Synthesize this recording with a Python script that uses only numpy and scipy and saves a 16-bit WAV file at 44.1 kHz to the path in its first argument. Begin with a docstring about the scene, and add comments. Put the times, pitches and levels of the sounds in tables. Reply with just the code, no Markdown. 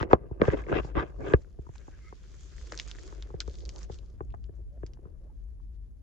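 """Gravel yard, phone in the hands

Outdoors on a gravel yard, someone shifts a phone in the hands, then crouches down by a parked vehicle.
Closest to the two microphone ports, fingers knock and rub the case: blows and stick-slip ring its modes.
Shoes grind grit (random clicks over hiss) and crack stones (short pitched snaps); cloth rustles, tones creak.
Far off, a low engine rumbles as narrow-band noise over faint yard air."""
import sys
import numpy as np
from scipy import signal
from scipy.fft import rfft, irfft, next_fast_len
from scipy.io import wavfile
from scipy.ndimage import uniform_filter1d

SR = 44100
rng = np.random.default_rng(int(sys.argv[2]) if len(sys.argv) > 2 else 0)


def materialize(psi):
    """Save the field psi as 16-bit PCM at rate SR to the path in sys.argv[1].

    A 1-D psi becomes a single channel; in a 2-D psi each row is a channel.
    """
    bounded = np.clip(np.atleast_2d(psi).T, -1, 1)
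    quanta = np.round(bounded * 32767).astype(np.int16)
    wavfile.write(sys.argv[1], SR, quanta)


def level_to_linear(level):
    """Convert decibel levels to linear amplitude factors, elementwise."""
    exponent = np.asarray(level, float) / 20
    return 10 ** exponent


N = 265790
LENGTH = next_fast_len(N + SR // 4)  # room for filter tails
HZ = np.arange(LENGTH // 2 + 1) * SR / LENGTH + 1e-3

# Levels are relative. Mode and noise-band widths are those of one stage; two stages are used in a row.
# distant engine over time: (time [s], level [dB])
ENGINE_LEVEL = [(0, -41.5), (.35, -47), (.6, -39.5), (1.7, -46.5), (2.9, -43.5), (4.1, -42), (4.31, -37.5),
                (4.5, -43), (6.03, -44.5)]
# distant engine bands: (centre [Hz], width [Hz], level [dB])
ENGINE_BANDS = [(51.7, 18.7, 6), (37, 15, -3), (68, 61, -14.5)]
# spectrum of the open yard air: (frequency [Hz], density [dB per Hz])
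YARD_SPECTRUM = [(55, -40), (90, -9.5), (162, -16.5), (394, -19), (644, -52), (1090, -46.5), (1790, -40),
                 (2290, -46.5), (8290, -47.5), (10800, -93.5)]
YARD_DB = -69
# cloth drawn over cloth: (start [s], end [s], centre [Hz], width [Hz], level [dB])
CLOTH_RUSTLES = [(1.74, 2.116, 1601, 218.5, -72), (1.968, 2.15, 2100, 160, -67.5),
                 (1.202, 1.3, 2300, 278, -62.5), (3.401, 3.43, 1440, 335, -55), (3.74, 3.8, 836, 520, -60),
                 (4.835, 4.9, 1130, 1400, -75), (2.03, 2.12, 1270, 100, -70)]
# short upward creaks: (start [s], end [s], start pitch [Hz], end pitch [Hz], level [dB])
RISING_CREAKS = [(4.69, 4.813, 545, 634, -62.5), (5.179, 5.317, 447, 691, -66.5),
                 (5.285, 5.323, 826, 880, -67)]
# clearest stones cracking under a shoe, and at 0.028 s the bright snap of a knock on the case: (time [s], level
# [dB], pitch [Hz])
STONE_CRACKS = [(0.028, -36.5, 3950), (1.447, -53.5, 1500), (1.755, -44, 2400), (1.756, -44.5, 930),
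                (1.7815, -45, 4700), (2.582, -42.5, 1930), (2.7213, -30.5, 1290), (2.7227, -29.5, 6400),
                (2.735, -38, 1730), (2.7437, -37, 1570), (2.7762, -26.5, 6030), (2.7896, -30, 5040),
                (2.7985, -19, 3600), (2.8838, -33, 6420), (2.9138, -30, 3560), (2.9861, -34, 1780),
                (3.2244, -33, 3620), (3.404, -15, 4500), (3.477, -38, 5510), (3.497, -43, 4500),
                (3.5114, -45, 6040), (3.5415, -44, 3730), (3.555, -42, 4500), (3.606, -44, 4800),
                (3.586, -41, 5440), (3.623, -46.5, 4470), (3.653, -36, 4500), (3.6595, -38.5, 4700),
                (3.692, -28, 5000), (3.761, -35.5, 5460), (3.783, -41, 4500), (3.831, -37, 5860),
                (3.9437, -39.5, 5620), (3.9879, -42.5, 4020), (4.195, -57.5, 1596), (4.305, -53.5, 2710),
                (4.324, -58, 3410), (4.4415, -49, 3100), (4.8646, -36.5, 6170), (4.9351, -44, 4500)]
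# shoes on grit over time: (time [s], level [dB], large grains [dB], middle grains [dB])
SHOE_GRIND = [(0, -101.5, 2, 7.5), (1.4, -72, 2, -1), (1.55, -85, 3, 2.5), (1.78, -65, 1, -7),
              (1.95, -72.5, 7.5, 1.5), (2.5, -62, -2.5, 0.5), (2.85, -59, 0.5, -1), (3.15, -68, 5.5, 6),
              (3.27, -74.5, 10, 2), (3.38, -80, 2, 4.5), (3.41, -69.5, -2, 4), (3.55, -67, -2.5, 3.5),
              (3.7, -66, -10, -1), (3.84, -56.5, -1.5, -7), (3.88, -90, 5, 15), (3.92, -62.5, 1, 5),
              (4.0, -76.5, -1.5, 2.5), (4.1, -81.5, 4.5, 2.5), (4.2, -89, -1, -1.5), (6.03, -100.5, 2, 3.5)]
# finer grain sizes: (centre [Hz], width [Hz], level [dB])
FINE_GRAINS = [(3300, 1100, -8), (4895, 3300, -2), (6580, 2300, -1)]
# larger grain sizes: (centre [Hz], width [Hz], level [dB])
LARGE_GRAINS = [(2400, 1600, -8.5), (1500, 1500, -2.5)]
# hands that never lie quite still: (time [s], level [dB])
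GRIP_LEVEL = [(0, -43.5), (.18, -48), (.3, -54), (1.2, -51.5), (1.5, -67), (2.5, -67), (2.76, -55),
              (2.9, -62), (3.05, -54), (3.4, -60), (3.55, -56.5), (3.8, -54), (3.9, -60.5), (4.3, -70),
              (4.42, -76.5), (4.55, -64), (4.7, -75), (4.9, -64.5), (5.3, -68), (5.55, -82), (6.03, -92)]
# fingers sliding over the case, brightness and hiss relative to the level:
# (start [s], end [s], level [dB], brightness [dB], fine hiss [dB], where fastest [share of length])
FINGER_SLIDES = [(0, 0.04, -37, -3, -24, 0.24), (0.106, 0.146, -33, -11.5, -30, 0.39),
                 (0.408, 0.49, -31.5, -8.5, -28.5, 0.74), (0.484, 0.533, -45, 0, -17, 0.79),
                 (0.532, 0.545, -25, -12.5, -50, 0.46), (0.54, 0.624, -40.5, -5.5, -25, 0.47),
                 (0.634, 0.674, -49.5, -14, -26, 0.36), (0.675, 0.718, -40, -9.5, -24.5, 0.59),
                 (0.72, 0.8, -27.5, -7.5, -36.5, 0.54), (0.8, 0.9, -49.5, -7, -16.5, 0.5),
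                 (0.875, 0.966, -58, -4.5, -40, 0.28), (0.955, 1.036, -34, -5, -34, 0.54),
                 (1.045, 1.114, -62, 3, -38, 0.55), (1.191, 1.343, -36, -9.5, -28.5, 0.75),
                 (1.347, 1.4, -57, -17, -20, 0.34), (5.033, 5.105, -56.5, -23, -46, 0.35)]
# knocks on the case, mode groups relative to the level:
# (time [s], level [dB], low pitch [Hz], middle modes [dB], upper modes [dB], thump [dB])
CASE_KNOCKS = [(0.009, -27.5, 330.8, -2, -5.5, 2.5), (0.028, -22.5, 352.6, -6.5, -5, -18),
               (0.111, -30.5, 380, 1.5, -10.5, -18), (0.131, 0, 392.2, -8, -19, -18),
               (0.311, -31, 304, -18, -50.5, 0), (0.416, -4, 344.5, -18, -17, -32.5),
               (0.452, -39.5, 403, -3, 4, 5), (0.479, -13.5, 441, -23, -18.5, -4),
               (0.488, -45.5, 392, -5, 11.5, -13), (0.502, -43, 400, -8, 13, -11.5),
               (0.638, -45.5, 400, -18, -1, -18), (0.666, -32, 380, -28, -12, -16),
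               (0.726, -19, 439.6, -10.5, -4.5, -5), (0.846, -34, 312, -10.5, -30, -0.5),
               (0.969, -21, 311, -9.5, -26, -2), (1.336, -6.5, 402.7, -16, -11, -5.5),
               (1.587, -38.5, 355, -22, -31, 4), (1.666, -44.5, 347, -7.5, -26, -3),
               (1.69, -41, 316, -12, -25.5, 1), (1.88, -39.5, 335, -9.5, -30.5, -7),
               (2.125, -40, 356, -5, -18, -22.5), (2.721, -39.5, 565, -4, 1.5, -9),
               (3.125, -41.5, 333, -5.5, -11, -19), (3.303, -42.5, 366, -7, -24, -9.5),
               (3.34, -30.5, 378.5, -21, -27, -3.5), (3.478, -31.5, 375, -15.5, -26, -3.5),
               (3.897, -33, 402, -13, -25, -3.5), (4.206, -29, 380, -9.5, -17.5, -7.5),
               (4.34, -45, 332, 2.5, -6.5, -24), (4.345, -54, 327, 2.5, -2.5, -21),
               (4.491, -41.5, 380, -31, -25.5, -0.5), (4.773, -49.5, 516, -27, -18.5, -8.5),
               (4.832, -29.5, 388.3, -19, -19, -5), (4.971, -61, 399, 0, -4.5, -25),
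               (4.989, -47, 303, -18.5, -24.5, -10), (5.054, -43, 380, -14.5, -27.5, 3),
               (5.07, -51, 380, -15, -22, -12.5), (5.6, -70.5, 400, 5.5, -2.5, -20.5)]
# low case modes: (centre [Hz], width [Hz], level [dB], lead of left port [rad])
CASE_LOW = [(380, 277, 8.5, 0.1), (484, 350, -0.5, 1.2), (239, 88, -2.5, 0.28)]
# middle case modes: (centre [Hz], width [Hz], level [dB], lead of left port [rad])
CASE_MIDDLE = [(790, 140, -2, 2.2), (1106, 440, -1.7, 2.2), (1186, 170, -6.5, 3.2)]
# upper case modes: (centre [Hz], width [Hz], level [dB], lead of left port [rad])
CASE_UPPER = [(1613, 460, 8.5, 5.1), (1970, 490, 3.5, 4.1), (2630, 740, -2.5, 1.9), (3180, 1500, -8.5, .5),
              (4500, 1800, -21, 0.8)]
# deep thump modes: (centre [Hz], width [Hz], level [dB], lead of left port [rad])
CASE_THUMP = [(61.7, 40, -8.5, 0.95), (140.3, 120, -4.5, 1.7)]
# colour difference of the microphone ports: (frequency [Hz], left minus right [dB])
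PORT_DIFFERENCE = [(350, 1), (700, 6), (1400, 0), (4500, 1), (9000, -5), (12000, 0)]

TICK_DB, HARDER_DB_PER_DB = -18, 0.6  # nail slap against the upper modes; softer blows lose more
CONTACT_HZ, CONTACT_DB_PER_DB = 14000, 0.3  # a softer blow presses longer and reaches less high
KNOCK_PAN_DB, TILT_DB_PER_S = -1.3, 0.08  # left minus right at the start; the phone slowly tilts
RATTLE_DB, RATTLE_S = -19, 0.0092  # chatter in the grip after a knock, and its decay time
SLIDE_RISE_DB_PER_S, SLIDE_FALL_DB_PER_S = 1400.5, 903.5
SPEED_ARCH_DB = 6.5  # a slide is brightest where it is fastest
GRIP_BRIGHT_DB, GRIP_UPPER_DB = -16, -4  # still hands stir the middle modes little, the upper ones less
RUB_NARROW = 0.74  # light rubbing damps the case less than a blow: share of the mode widths
RUB_TILT_DB = -1  # added to each mode per octave
HIGH_HISS_DB = -80  # very faint high hiss, 9 to 12.5 kHz


def unit(x):
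    """Scale to rms 1."""
    return x / np.sqrt(np.mean(x ** 2))


def curve(table, column):
    """One table column joined by straight lines in time."""
    rows = np.array(table)
    return np.interp(np.arange(N) / SR, rows[:, 0], rows[:, column])


def resonance(hz, width, axis=HZ):
    """Causal band-pass response, gain 1 at the centre."""
    return 1 / (1 + 1j * (axis / hz - hz / axis) * hz / width)


def colour(points):
    """Gain of (Hz, dB) points on a log-frequency axis."""
    hz, db = np.transpose(points)
    return level_to_linear(np.interp(np.log(HZ), np.log(hz), db))


def through(x, response):
    """Filter in the frequency domain."""
    return irfft(rfft(x, LENGTH) * response, LENGTH)[..., :N]


def sides(pan_db):
    """Left and right gains of a level difference."""
    return level_to_linear(np.array([pan_db, -pan_db]) / 2)


def clumps(per_s, depth_db):
    """A gain that wanders at random."""
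    k = int(SR / per_s)
    steps = np.repeat(rng.standard_normal(N // k + 1), k)
    return level_to_linear(depth_db * uniform_filter1d(steps, k)[:N])


def grains(per_s, spread_db, channels):
    """Random clicks: many small, a few large."""
    hit = rng.random((channels, N)) < per_s / SR
    size = np.minimum(rng.exponential(size=(channels, N)), 3.5)
    return hit * level_to_linear(spread_db * size) * rng.standard_normal((channels, N))


def case(modes, axis=HZ, tune=1):
    """Steep modes that build up over a few cycles; each port sits at another phase of each mode."""
    side = np.array([[1], [-1]])
    # soft skin cannot push far above these modes
    soft = 1 / (1 + 1j * axis / (1.4 * max(modes)[0])) ** 2
    total = 0
    for k, (hz, width, db, lead) in enumerate(modes):
        ring = resonance(tune * hz, width, axis) ** 2
        total = total + (-1) ** k * level_to_linear(db) * ring * np.exp(0.5j * lead * side)
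    return soft * total


def slides(column):
    """Gain of all slides: quick rise, hold, quick fall; a treble column adds its dB and arches with speed."""
    t, power = np.arange(0, N + 32, 32) / SR, 0
    for row in FINGER_SLIDES:
        start, end, level_db, fastest = row[0], row[1], row[2], row[5]
        rise_db = SLIDE_RISE_DB_PER_S * np.maximum(start - t, 0)
        fall_db = SLIDE_FALL_DB_PER_S * np.maximum(t - end, 0)
        progress = np.clip((t - start) / (end - start), 0, 1)
        slow = (2 * progress - 2 * fastest) ** 2
        treble_db = row[column] - SPEED_ARCH_DB * slow if column else 0
        power = power + level_to_linear(2 * (level_db - rise_db - fall_db + treble_db))
    return np.interp(np.arange(N) / SR, t, np.sqrt(power))


def rattle(column):
    """Gain of the chatter that dies away after each knock; a column may add its dB."""
    starts = np.zeros(N)
    for row in CASE_KNOCKS:
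        starts[int(row[0] * SR)] = level_to_linear(row[1] + RATTLE_DB + (row[column] if column else 0))
    decay = signal.lfilter([1], [1, -np.exp(-1 / (RATTLE_S * SR))], starts)
    once = uniform_filter1d(decay, size=120, origin=59)  # smoothed twice for a soft start
    return uniform_filter1d(once, size=120, origin=59)


def yard_air():
    """Faint air of the yard: wide coloured noise that swells and thins at random."""
    both, apart = rng.standard_normal((2, N))
    noise = (both + 1.1 * apart * np.array([[1], [-1]])) * clumps(30, 3)
    return level_to_linear(YARD_DB) * unit(through(noise, colour(YARD_SPECTRUM))) * sides(1.7)[:, None]


def distant_engine():
    """A wavering engine note: noise in narrow low bands, mostly alike in both ports."""
    both, apart = rng.standard_normal((2, N))
    note = sum(level_to_linear(db) * resonance(hz, width) ** 2 for hz, width, db in ENGINE_BANDS)
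    engine = unit(through(both + 0.51 * apart * np.array([[1], [-1]]), note))
    return level_to_linear(curve(ENGINE_LEVEL, column=1)) * engine * sides(1.3)[:, None]


def rustles():
    """Cloth drawn over cloth: grainy noise in narrow bands, swelling and fading."""
    out = np.zeros((2, N))
    axis = np.arange(SR // 4 + 1) * 2 + 1e-3
    for start, end, hz, width, db in CLOTH_RUSTLES:
        count, first = int((end - start) * SR), int(start * SR)
        both, *each = rng.standard_normal((3, SR // 2))
        noise = both + 0.38 * np.array(each)
        band = unit(irfft(rfft(noise) * resonance(hz, width, axis) ** 2))
        out[:, first:first + count] += level_to_linear(db) * np.sqrt(np.hanning(count)) * band[:, :count]
    return out * clumps(40, 4)


def creaks():
    """A rough tone sliding upward: a sine whose strength wavers at random."""
    out = np.zeros(N)
    for start, end, hz0, hz1, db in RISING_CREAKS:
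        count, first = int((end - start) * SR), int(start * SR)
        phase = 2 * np.pi * np.cumsum(np.linspace(hz0, hz1, count)) / SR
        rough = 1 + 6 * uniform_filter1d(rng.standard_normal(count), size=150)
        out[first:first + count] += level_to_linear(db) * np.hanning(count) * rough * np.sin(phase)
    return out


def cracks(cycles=1.65, snap_s=0.00064, tail_s=0.0086, tail_db=-18, white_db=-3.5, spread=0.92, wider=0.13):
    """A snap of a cycle or two at its own pitch, broader when louder, then a rattle of grit and echo."""
    out, t = np.zeros((2, N + SR)), np.arange(SR // 10) / SR
    axis = np.arange(len(t) // 2 + 1) * 10 + 1e-3
    for s, level_db, hz in STONE_CRACKS:
        both, *each = rng.standard_normal((3, len(t)))
        fade = level_to_linear(white_db) * np.exp(-t / snap_s) + level_to_linear(tail_db) * np.exp(-t / tail_s)
        grit = (both + np.array(each)) * fade
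        snap = np.sin(2 * np.pi * hz * t) * np.exp(-t * hz / cycles)
        width = spread * level_to_linear(wider * (level_db + 40.5)) * hz
        sound = irfft(rfft(snap + grit) * resonance(hz, width, axis))
        out[:, int(s * SR):int(s * SR) + len(t)] += level_to_linear(level_db) * sound
    return through(out[:, :N], 1 / (1 + (HZ / 7500) ** 12))


def grind():
    """Shoes tick grains of a few sizes over a hiss of dust and cloth; sliding fingers add the same fine hiss."""
    # strength of the ticks over the steady hiss: up as the crouching weight comes on, fullest at the end
    weight = np.interp(np.arange(N) / SR, [2.6, 2.72, 4.0, 4.2], [0.38, 0.65, 0.49, 1.0])
    broad = weight * unit(grains(120, 3.5, channels=1))

    def grit(hz, width):
        """One grain size: ticks and hiss through its band."""
        ticks = weight * unit(grains(200, 3.7, channels=1) + 0.6 * grains(500, 3.5, channels=2))
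        mixed = ticks + 0.8 * broad + 0.55 * rng.standard_normal((2, N))
        return unit(through(mixed * clumps(35, 2.5), resonance(hz, width) ** 2))

    middle_db = curve(SHOE_GRIND, column=3)  # only for the grains below 6000 Hz
    fine = sum(level_to_linear(db + (hz < 6000) * middle_db) * grit(hz, width) for hz, width, db in FINE_GRAINS)
    large = sum(level_to_linear(db) * grit(hz, width) for hz, width, db in LARGE_GRAINS)
    shoes = level_to_linear(curve(SHOE_GRIND, column=1))
    fine_level = level_to_linear(0.64) * np.hypot(shoes, slides(column=4))
    return fine_level * fine + shoes * level_to_linear(curve(SHOE_GRIND, column=2)) * large


def rub():
    """Skin sticks and slips in dense small jerks; each mode of the case takes them in its own clumps."""
    jerks = unit(grains(600, 3.6, channels=1) + 0.86 * grains(1800, 4.1, channels=2)) * clumps(90, 1.4)

    def rubbed(modes):
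        """One group of case modes stirred by the jerks."""
        total = 0
        for hz, width, db, lead in modes:
            mode = (hz, RUB_NARROW * width, db + RUB_TILT_DB * np.log2(hz), lead)
            total = total + through(jerks * clumps(45, 4.3), case([mode]))
        return unit(total)

    grip = level_to_linear(curve(GRIP_LEVEL, column=1))
    level = np.hypot(slides(column=0), grip) + rattle(column=0)
    moving, still = slides(column=3), level_to_linear(GRIP_BRIGHT_DB) * grip
    middle_level = np.hypot(moving + rattle(column=3), still)
    upper_level = np.hypot(moving + rattle(column=4), level_to_linear(GRIP_UPPER_DB) * still)
    top_level = moving ** 2 / level  # only fast sliding reaches the highest modes
    body = level * (rubbed(CASE_LOW) + level_to_linear(-4.5) * rubbed(CASE_THUMP))
    return (body + middle_level * rubbed(CASE_MIDDLE) + level_to_linear(-2.5) * upper_level * rubbed(CASE_UPPER[:3])
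            + level_to_linear(-6.5) * top_level * rubbed(CASE_UPPER[3:]))


def knocks(grip=0.12, rebound=0.35):
    """Each blow and its rebound ring the case; the grip detunes it, the low modes and thump answer last."""
    size = SR // 5
    axis, out = np.arange(size // 2 + 1) * SR / size + 1e-3, np.zeros((2, N))
    for s, level_db, hz, middle_db, upper_db, thump_db in CASE_KNOCKS:
        a, b, c = rng.standard_normal(3)
        hard_db = level_db + upper_db
        contact_hz = CONTACT_HZ * level_to_linear(CONTACT_DB_PER_DB * hard_db)
        blow = 1 + rebound * np.exp(-2j * np.pi * axis * 0.0028 * (1 + 0.28 * c))
        blow = blow / (1 + 1j * axis / contact_hz) ** 4
        tick_db = TICK_DB + upper_db + HARDER_DB_PER_DB * hard_db
        # (modes, share [dB], tuning factor, delay [s])
        parts = [(CASE_LOW, 0, hz / CASE_LOW[0][0], 0.0022),
                 (CASE_MIDDLE, middle_db, 1 + grip * a, 0),
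                 (CASE_UPPER, upper_db, 1 + grip * b, 0),
                 (CASE_THUMP, thump_db, 1, 0.004),
                 ([(4800, 12000, 0, 0.8)], tick_db, 1 + grip * b, 0)]
        pan = sides(KNOCK_PAN_DB + TILT_DB_PER_S * s)[:, None]
        for modes, share_db, tune, late_s in parts:
            # rolled so that what the port phases put ahead of the blow stays ahead of it
            ring = np.roll(irfft(blow * case(modes, axis, tune)), size // 4, axis=1)
            peak = np.abs(ring.mean(axis=0)).max()
            ring = ring * level_to_linear(level_db + share_db) / peak * pan
            start = int((s + late_s) * SR) - size // 4
            out[:, max(start, 0):start + size] += ring[:, max(-start, 0):]
    return out


def scene():
    """All sources at the two microphone ports, from the far background to the case in the hands."""
    far = yard_air() + distant_engine()
    near = rustles() + creaks() + cracks() + grind()
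    return far + near + rub() + knocks()


def low_pass(x):
    """Removes everything above the highest recorded frequency."""
    return signal.sosfilt(signal.butter(12, 12900, fs=SR, output="sos"), x)


def record(dry):
    """The ports differ in colour and roll off the top; a trace of high hiss joins, loud knocks are rounded."""
    goes_on = np.pad(dry, ((0, 0), (0, LENGTH - N)), mode="reflect")  # no sudden stop in the filter
    ports = np.sqrt(colour(PORT_DIFFERENCE)) ** np.array([[1], [-1]])
    dull = through(goes_on, ports / (1 + (HZ / 7900) ** 12))
    hiss_band = resonance(10800, 3600) ** 2 / (1 + (HZ / 12600) ** 24)
    high_hiss = level_to_linear(HIGH_HISS_DB) * through(rng.standard_normal((2, N)), hiss_band)
    rounded = 0.95 * np.tanh(1.1 * (dull + high_hiss))
    return low_pass(rounded)


dry = scene()
out = record(dry)
materialize(out)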